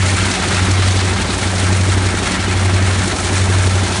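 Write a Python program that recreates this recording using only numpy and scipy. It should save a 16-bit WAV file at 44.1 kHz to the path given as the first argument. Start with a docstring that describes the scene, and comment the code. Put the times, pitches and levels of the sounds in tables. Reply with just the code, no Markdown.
"""A weaving hall, with a hand-held phone close to a ribbon loom running at nearly twelve picks a second.
Every pick is the same round of thuds, clacks and steel ticks; the reed knocks and loose parts rattle.
A second loom runs slightly slower, so their deep hums beat about once a second.
Far machines roar behind, over the rumble of the floor."""
import sys
import numpy as np
from scipy import signal
from scipy.fft import rfft, irfft
from scipy.io import wavfile
from scipy.ndimage import uniform_filter1d

SR = 44100
rng = np.random.default_rng(int(sys.argv[2]) if len(sys.argv) > 2 else 0)


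def master_out(mix):
    """Clip the mix to full scale and print it as 16-bit PCM to the path in sys.argv[1]."""
    frames = np.transpose(np.atleast_2d(mix))
    ceiling = np.clip(frames, -1, 1)
    pcm = np.round(ceiling * 32767).astype(np.int16)
    wavfile.write(sys.argv[1], SR, pcm)


N = 176400
TIME_S = np.arange(N) / SR
BIN_HZ = np.maximum(np.arange(N // 2 + 1) * SR / N, 1)
NEAR_PICK_HZ, FAR_PICK_HZ = 11.842, 11.707
ATTACK_S, JITTER_S = .0021, .00015

# Resonances of frame and guards. Each row: centre in Hz, width in Hz, lift in dB.
FRAME_RESONANCES = [(148, 20, -3), (184, 19, 5.5), (228, 26, 3), (290, 54, 5), (368, 63, 4), (614, 25, 4),
                    (754, 23, 0.5), (827, 37, 1.5), (1340, 38, 3), (1580, 72, 2.5), (1756, 40, 2),
                    (2160, 100, 1), (4000, 810, 2), (4970, 280, -2.5)]


def loom(picks, strokes):
    """Each stroke sets off a dense short ring in four registers: thud, clack, tick, sizzle."""
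    # Each row: frequency in Hz, gain in dB.
    spectrum = [(76, -41), (130, -12.5), (151, -5), (188, 1.5), (247, -8), (320, -9), (364, -9.5),
                (462, -13), (620, -10), (1120, -13.5), (1340, -11), (2200, -12.5), (2850, -19.5),
                (4270, -19), (4850, -20.5), (8900, -23), (10500, -35), (13600, -62), (22000, -120)]
    # Per register: share of the power that rings alike on every second pick.
    repeat_share = (0.74, 0.41, 0.13, 0.12)
    share = np.array(repeat_share)[:, None]
    size = SR // 10
    age_s = np.arange(size) / SR
    tracks = np.zeros((4, N + 6 * size))
    for at_s, *register_db, decay_s in strokes:
        repeating = rng.standard_normal((2, 4, size))
        envelope = np.minimum(age_s / ATTACK_S, 1) * np.exp(-np.maximum(age_s - ATTACK_S, 0) / decay_s)
        for pick, start_s in enumerate(pick_times(picks)):
            jitter_s, scatter_db = JITTER_S * rng.standard_normal(), .8 * rng.standard_normal(4)
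            fresh = rng.standard_normal((4, size))
            ring = np.sqrt(share) * repeating[pick % 2] + np.sqrt(1 - share) * fresh
            force = undb(register_db + scatter_db + scatter_db.mean())
            i = size + int((start_s + at_s + jitter_s) * SR)
            tracks[:, i:i + size] += force[:, None] * ring * envelope
    lowpasses = [1 / (1 + (BIN_HZ / edge_hz) ** 4) for edge_hz in (597, 3100, 7300)]
    registers = np.sqrt(np.abs(np.diff(lowpasses, axis=0, prepend=0, append=1)))
    blows = irfft((rfft(tracks[:, size:size + N]) * registers).sum(0), N)
    return colour(blows, spectrum, FRAME_RESONANCES)


def both_looms(near, far):
    """Each loom repeats its own round of strokes once a pick."""
    # Each row: start within the pick in s, relative thud, clack, tick and sizzle in dB, decay in s.
    near_strokes = [(.001, -2.5, -2.5, -6.5, -8, 0.022), (.016, 1, -7.5, -8, -10, .011),
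                    (.028, -1, -4, -12, -12, 0.0073), (.031, -12, -7, -10, 3.5, 0.0047),
                    (0.0364, -5, -6.5, 4.5, 0.5, 0.012), (.060, -7.5, -0.5, 1.5, 2, 0.02),
                    (.072, -6.5, -2, -1, -1, 0.01), (.078, -8, -4.5, -2.5, 6, 0.0066)]
    far_strokes = [(.002, -1.5, -5, -1, -1, 0.029), (.020, -5.5, -6, -1, -5.5, 0.02),
                   (.047, -1, -2, -5.5, -8, 0.02)]
    return level(loom(near, near_strokes), -23) + level(loom(far, far_strokes), -27)


def hums(near, far):
    """The frames hum at multiples of the two-pick cycle; the hums beat and throb once a pick."""
    # Each row: multiple of the pick rate, rms level in dB before the throb.
    near_partials = [(5, -33.5), (6, -40.5), (8, -20.5), (15.5, -32.5), (16, -34.5), (17, -42), (23, -41.5),
                     (30, -39)]
    far_partials = [(8, -18.4)]
    in_phase_s, throb_lag_s = .85, .041
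    hum = np.zeros(N)
    for picks, partials in ((near, near_partials), (far, far_partials)):
        phase = 2 * np.pi * (picks - picks[int(in_phase_s * SR)])
        for multiple, db in partials:
            hum += np.sqrt(2) * undb(db + .3 * drift(rate_hz=3.2)) * np.cos(multiple * phase)
    throb = 1 + .2 * np.cos(2 * np.pi * (near - NEAR_PICK_HZ * throb_lag_s))
    return throb * hum


def reed_knocks(near, far):
    """Each reed beats up the weft once a pick with a hollow knock."""
    # Now and then a louder knock, mostly where both looms' knocks fall together.
    # Each row: start in s, level in dB, pitch in Hz.
    loud = [(.685, -14.5, 310), (1.249, -18, 350), (1.887, -17, 330), (2.141, -14, 330), (2.337, -16, 290),
            (2.480, -15, 350), (2.734, -16, 335), (3.327, -16, 335), (3.498, -14, 362), (3.673, -16, 370)]
    # Each row: multiple of the pitch, gain in dB, decay in s.
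    modes = [(.77, -8, .011), (.89, -7, .009), (1, 0, .013), (1.12, -6, .008)]
    loud_s, pitch_hz = np.array(loud)[:, 0], 361.6
    usual = [(at_s, db + 2 * rng.standard_normal(), pitch_hz)
             for picks, lag_s, db in ((near, .034, -23), (far, .0021, -26))
             for at_s in pick_times(picks) + lag_s]
    clear_of_loud = [blow for blow in usual if np.abs(loud_s - blow[0]).min() > .5 / NEAR_PICK_HZ]
    return struck(clear_of_loud + loud, modes)


def guard(picks):
    """Late in every pick a steel guard is struck three times and rings."""
    # Each row: start within the pick in s, level in dB.
    touches = [(.0605, -30.5), (.066, -31.5), (.073, -28)]
    # Each row: multiple of the pitch, gain in dB, decay in s.
    modes = [(1, 0, .014), (1.196, -1.5, .014), (1.303, -6, .013), (1.644, -3.5, .011), (2.42, -11, .008)]
    pitch_hz = 1333
    blows = [(start_s + at_s, db + 2 * rng.standard_normal(), pitch_hz)
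             for start_s in pick_times(picks) for at_s, db in touches]
    return struck(blows, modes)


def clashes(width_octaves=.45, decay_s=.011):
    """Now and then steel parts clash, each a burst of noise in its own band."""
    # Each row: start in s, level in dB, centre in Hz.
    events = [(.004, -22, 1800), (.017, -22, 3400), (.095, -23, 1750), (.164, -21, 7900), (.251, -23, 7400),
              (.311, -23, 3900), (.711, -20, 6000), (1.158, -21, 1750), (1.302, -23, 4000),
              (1.378, -25, 7200), (1.668, -23, 1700), (2.168, -25, 7400), (2.823, -26, 4900),
              (2.928, -26, 3100), (2.990, -26, 7200), (3.073, -24, 7800), (3.289, -23, 1800)]
    out = np.zeros(N)
    for at_s, db, centre_hz in events:
        band = np.exp(-.5 * (np.log2(BIN_HZ / centre_hz) / width_octaves) ** 2)
        noise = irfft(rfft(rng.standard_normal(N)) * band, N)
        out += level(noise, db) * blow_envelope(np.maximum(TIME_S - at_s, 0), decay_s)
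    return out


def clinks(bunches_per_s=42, touches=6, gap_s=.004, decay_s=.0079, low_hz=695.5, high_hz=3603):
    """Needles and heddle frames chatter in short bunches, each touch ringing at its own pitch."""
    # Each row: frequency in Hz, gain in dB.
    spectrum = [(300, 1), (750, -0.5), (1100, -5), (1400, -0.5), (2300, 2), (2900, -1.5), (4000, -2),
                (8000, -15)]
    age_s = np.arange(SR // 20) / SR
    out = np.zeros(N + SR)
    draws = rng.random((int(bunches_per_s * N / SR), 2 + touches))
    for bunch, (offset, force, *pitches) in enumerate(draws):
        envelope = undb(1.7 * min(-np.log(1 - force), np.pi)) * np.exp(-age_s / decay_s)
        for touch, pitch in enumerate(pitches):
            hz = low_hz * (high_hz / low_hz) ** pitch
            i = int(((bunch + offset) / bunches_per_s + touch * gap_s) * SR)
            out[i:i + len(age_s)] += envelope * np.cos(2 * np.pi * hz * age_s)
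    return level(colour(out[:N], spectrum), -30)


def rattle(clicks_per_s=260, decay_s=.0038):
    """Heddles and loose guides click at random."""
    # Each row: frequency in Hz, gain in dB.
    spectrum = [(300, -36), (800, 10), (1600, 0.5), (3500, 2.5), (6000, -16), (9500, 1.5), (11000, -12)]
    hits = rng.random(N) < clicks_per_s / SR
    clicks = hits * undb(-1.5 * np.minimum(rng.exponential(size=N), np.pi))
    envelope = signal.lfilter([1], [1, -np.exp(-1 / (decay_s * SR))], clicks)
    return level(colour(envelope * rng.standard_normal(N), spectrum, FRAME_RESONANCES), -31)


def hall():
    """Far machines blur into a roar over the rumble of the floor."""
    # Each row: frequency in Hz, gain in dB.
    roar_spectrum = [(76, -37), (130, -15), (195, -7.5), (308, -14), (364, -6), (462, -10.5), (1340, -11),
                     (4110, -14.5), (4850, -14), (8740, -18), (10500, -22.5), (13600, -54), (22000, -120)]
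    rumble_spectrum = [(20, -28), (35, -8.5), (50, -2.5), (75, 2.5), (105, 0.5), (140, -6), (200, -37),
                       (400, -44)]
    roar = colour(rng.standard_normal(N), roar_spectrum, FRAME_RESONANCES)
    roar *= undb(.5 * drift(rate_hz=28.73))
    rumble = colour(rng.standard_normal(N), rumble_spectrum)
    return level(roar, -24.5) + level(rumble, -25.5)


def phone_movement(x, flutter_hz=30):
    """The upper bands rise and fall as the phone moves, and flutter a little."""
    # Each row: time in s, then midrange, upper midrange and treble in dB, relative within each column.
    band_course = [(0, -23, -27.5, -26.5), (.3, -25, -26, -27.5), (.6, -23.5, -25.5, -27),
                   (.9, -26, -25, -29), (1.15, -27, -27, -29), (1.6, -27.5, -28, -28.7),
                   (1.95, -27, -31, -29.5), (2.4, -27, -28, -30.5), (2.85, -26, -31, -30.5),
                   (3.1, -28, -28, -28), (3.45, -27, -29, -28), (3.9, -28, -27.5, -29.5)]
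    times_s, *curves_db = np.array(band_course).T
    below = [irfft(rfft(x) / (1 + (BIN_HZ / edge_hz) ** 8), N) for edge_hz in (1200, 3000, 5400)]
    out = below[0]
    shared_db = .9 * drift(flutter_hz)
    for band, curve_db in zip(np.diff(below + [x], axis=0), curves_db):
        gain_db = np.interp(TIME_S, times_s, curve_db) + shared_db + .8 * drift(flutter_hz)
        out = out + band * level(undb(gain_db), 0)
    return out


def pick_times(picks, dropout_at_s=.48, dropout_s=.023):
    """Start of every pick in s; a tiny dropout in the sound makes the strokes jump ahead once."""
    starts_s = np.searchsorted(picks, np.arange(int(picks[-1]) + 1)) / SR
    return starts_s + dropout_s * (starts_s + dropout_s < dropout_at_s)


def struck(blows, modes, scatter_db=2, detune=.004):
    """Blows (s, dB, Hz) ring a set of modes, each time in a slightly different mix and tuning."""
    age_s = np.arange(SR // 10) / SR
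    ratio, mode_db, decay_s = np.array(modes).T[:, :, None]
    envelope = blow_envelope(age_s, decay_s)
    out = np.zeros(N + SR)
    for at_s, db, hz in blows:
        mix, tuning = rng.standard_normal((2, len(modes), 1))
        mode_hz = hz * ratio * (1 + detune * tuning)
        ring = undb(db + mode_db + scatter_db * mix) * np.sin(2 * np.pi * mode_hz * age_s)
        i = max(int((at_s + JITTER_S * rng.standard_normal()) * SR), 0)
        out[i:i + len(age_s)] += (envelope * ring).sum(0)
    return out[:N]


def blow_envelope(age_s, decay_s):
    """Quick rise, exponential fall."""
    return np.minimum(age_s / ATTACK_S, 1) * np.exp(-age_s / decay_s)


def colour(x, spectrum, resonances=()):
    """Filter by a smooth curve with resonances on top."""
    hz, db = np.array(spectrum, float).T
    curve_db = np.interp(np.log(BIN_HZ), np.log(hz), db)
    for centre_hz, width_hz, lift_db in resonances:
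        curve_db += lift_db / (1 + (2 * (BIN_HZ - centre_hz) / width_hz) ** 2)
    return irfft(rfft(x) * undb(curve_db), N)


def drift(rate_hz):
    """Smooth random drift of unit rms."""
    hold = int(SR / rate_hz)
    steps = np.repeat(rng.standard_normal(N // hold + 1), hold)
    return level(uniform_filter1d(steps, hold)[:N], 0)


def undb(db):
    """Decibels to gain."""
    return 10 ** (np.asarray(db) / 20)


def level(x, db):
    """Scale to an rms level."""
    return x * undb(db) / np.sqrt(np.mean(x ** 2))


def scene():
    """Both looms and the hall at one microphone."""
    # Speed drift of the second loom. Each row: time in s, offset in picks per second.
    far_drift = [(0, 0), (.85, .002), (1.8, .011), (2.75, -.01), (3.6, -.015)]
    far_hz = FAR_PICK_HZ + np.interp(TIME_S, *np.array(far_drift).T)
    near = np.cumsum(np.full(N, NEAR_PICK_HZ)) / SR  # running counts of picks
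    far = np.cumsum(far_hz) / SR
    clatter = phone_movement(both_looms(near, far) + guard(near) + rattle() + clinks() + hall())
    return np.tile(clatter + reed_knocks(near, far) + clashes() + hums(near, far), (2, 1))


def record(dry, low_hz=28, top_hz=10500):
    """The phone loses the deepest bass and cuts off the top steeply."""
    lean = signal.sosfilt(signal.butter(2, low_hz, "high", fs=SR, output="sos"), dry)
    return signal.sosfilt(signal.ellip(10, .2, 80, top_hz, fs=SR, output="sos"), lean)


dry = scene()
out = record(dry)
master_out(out)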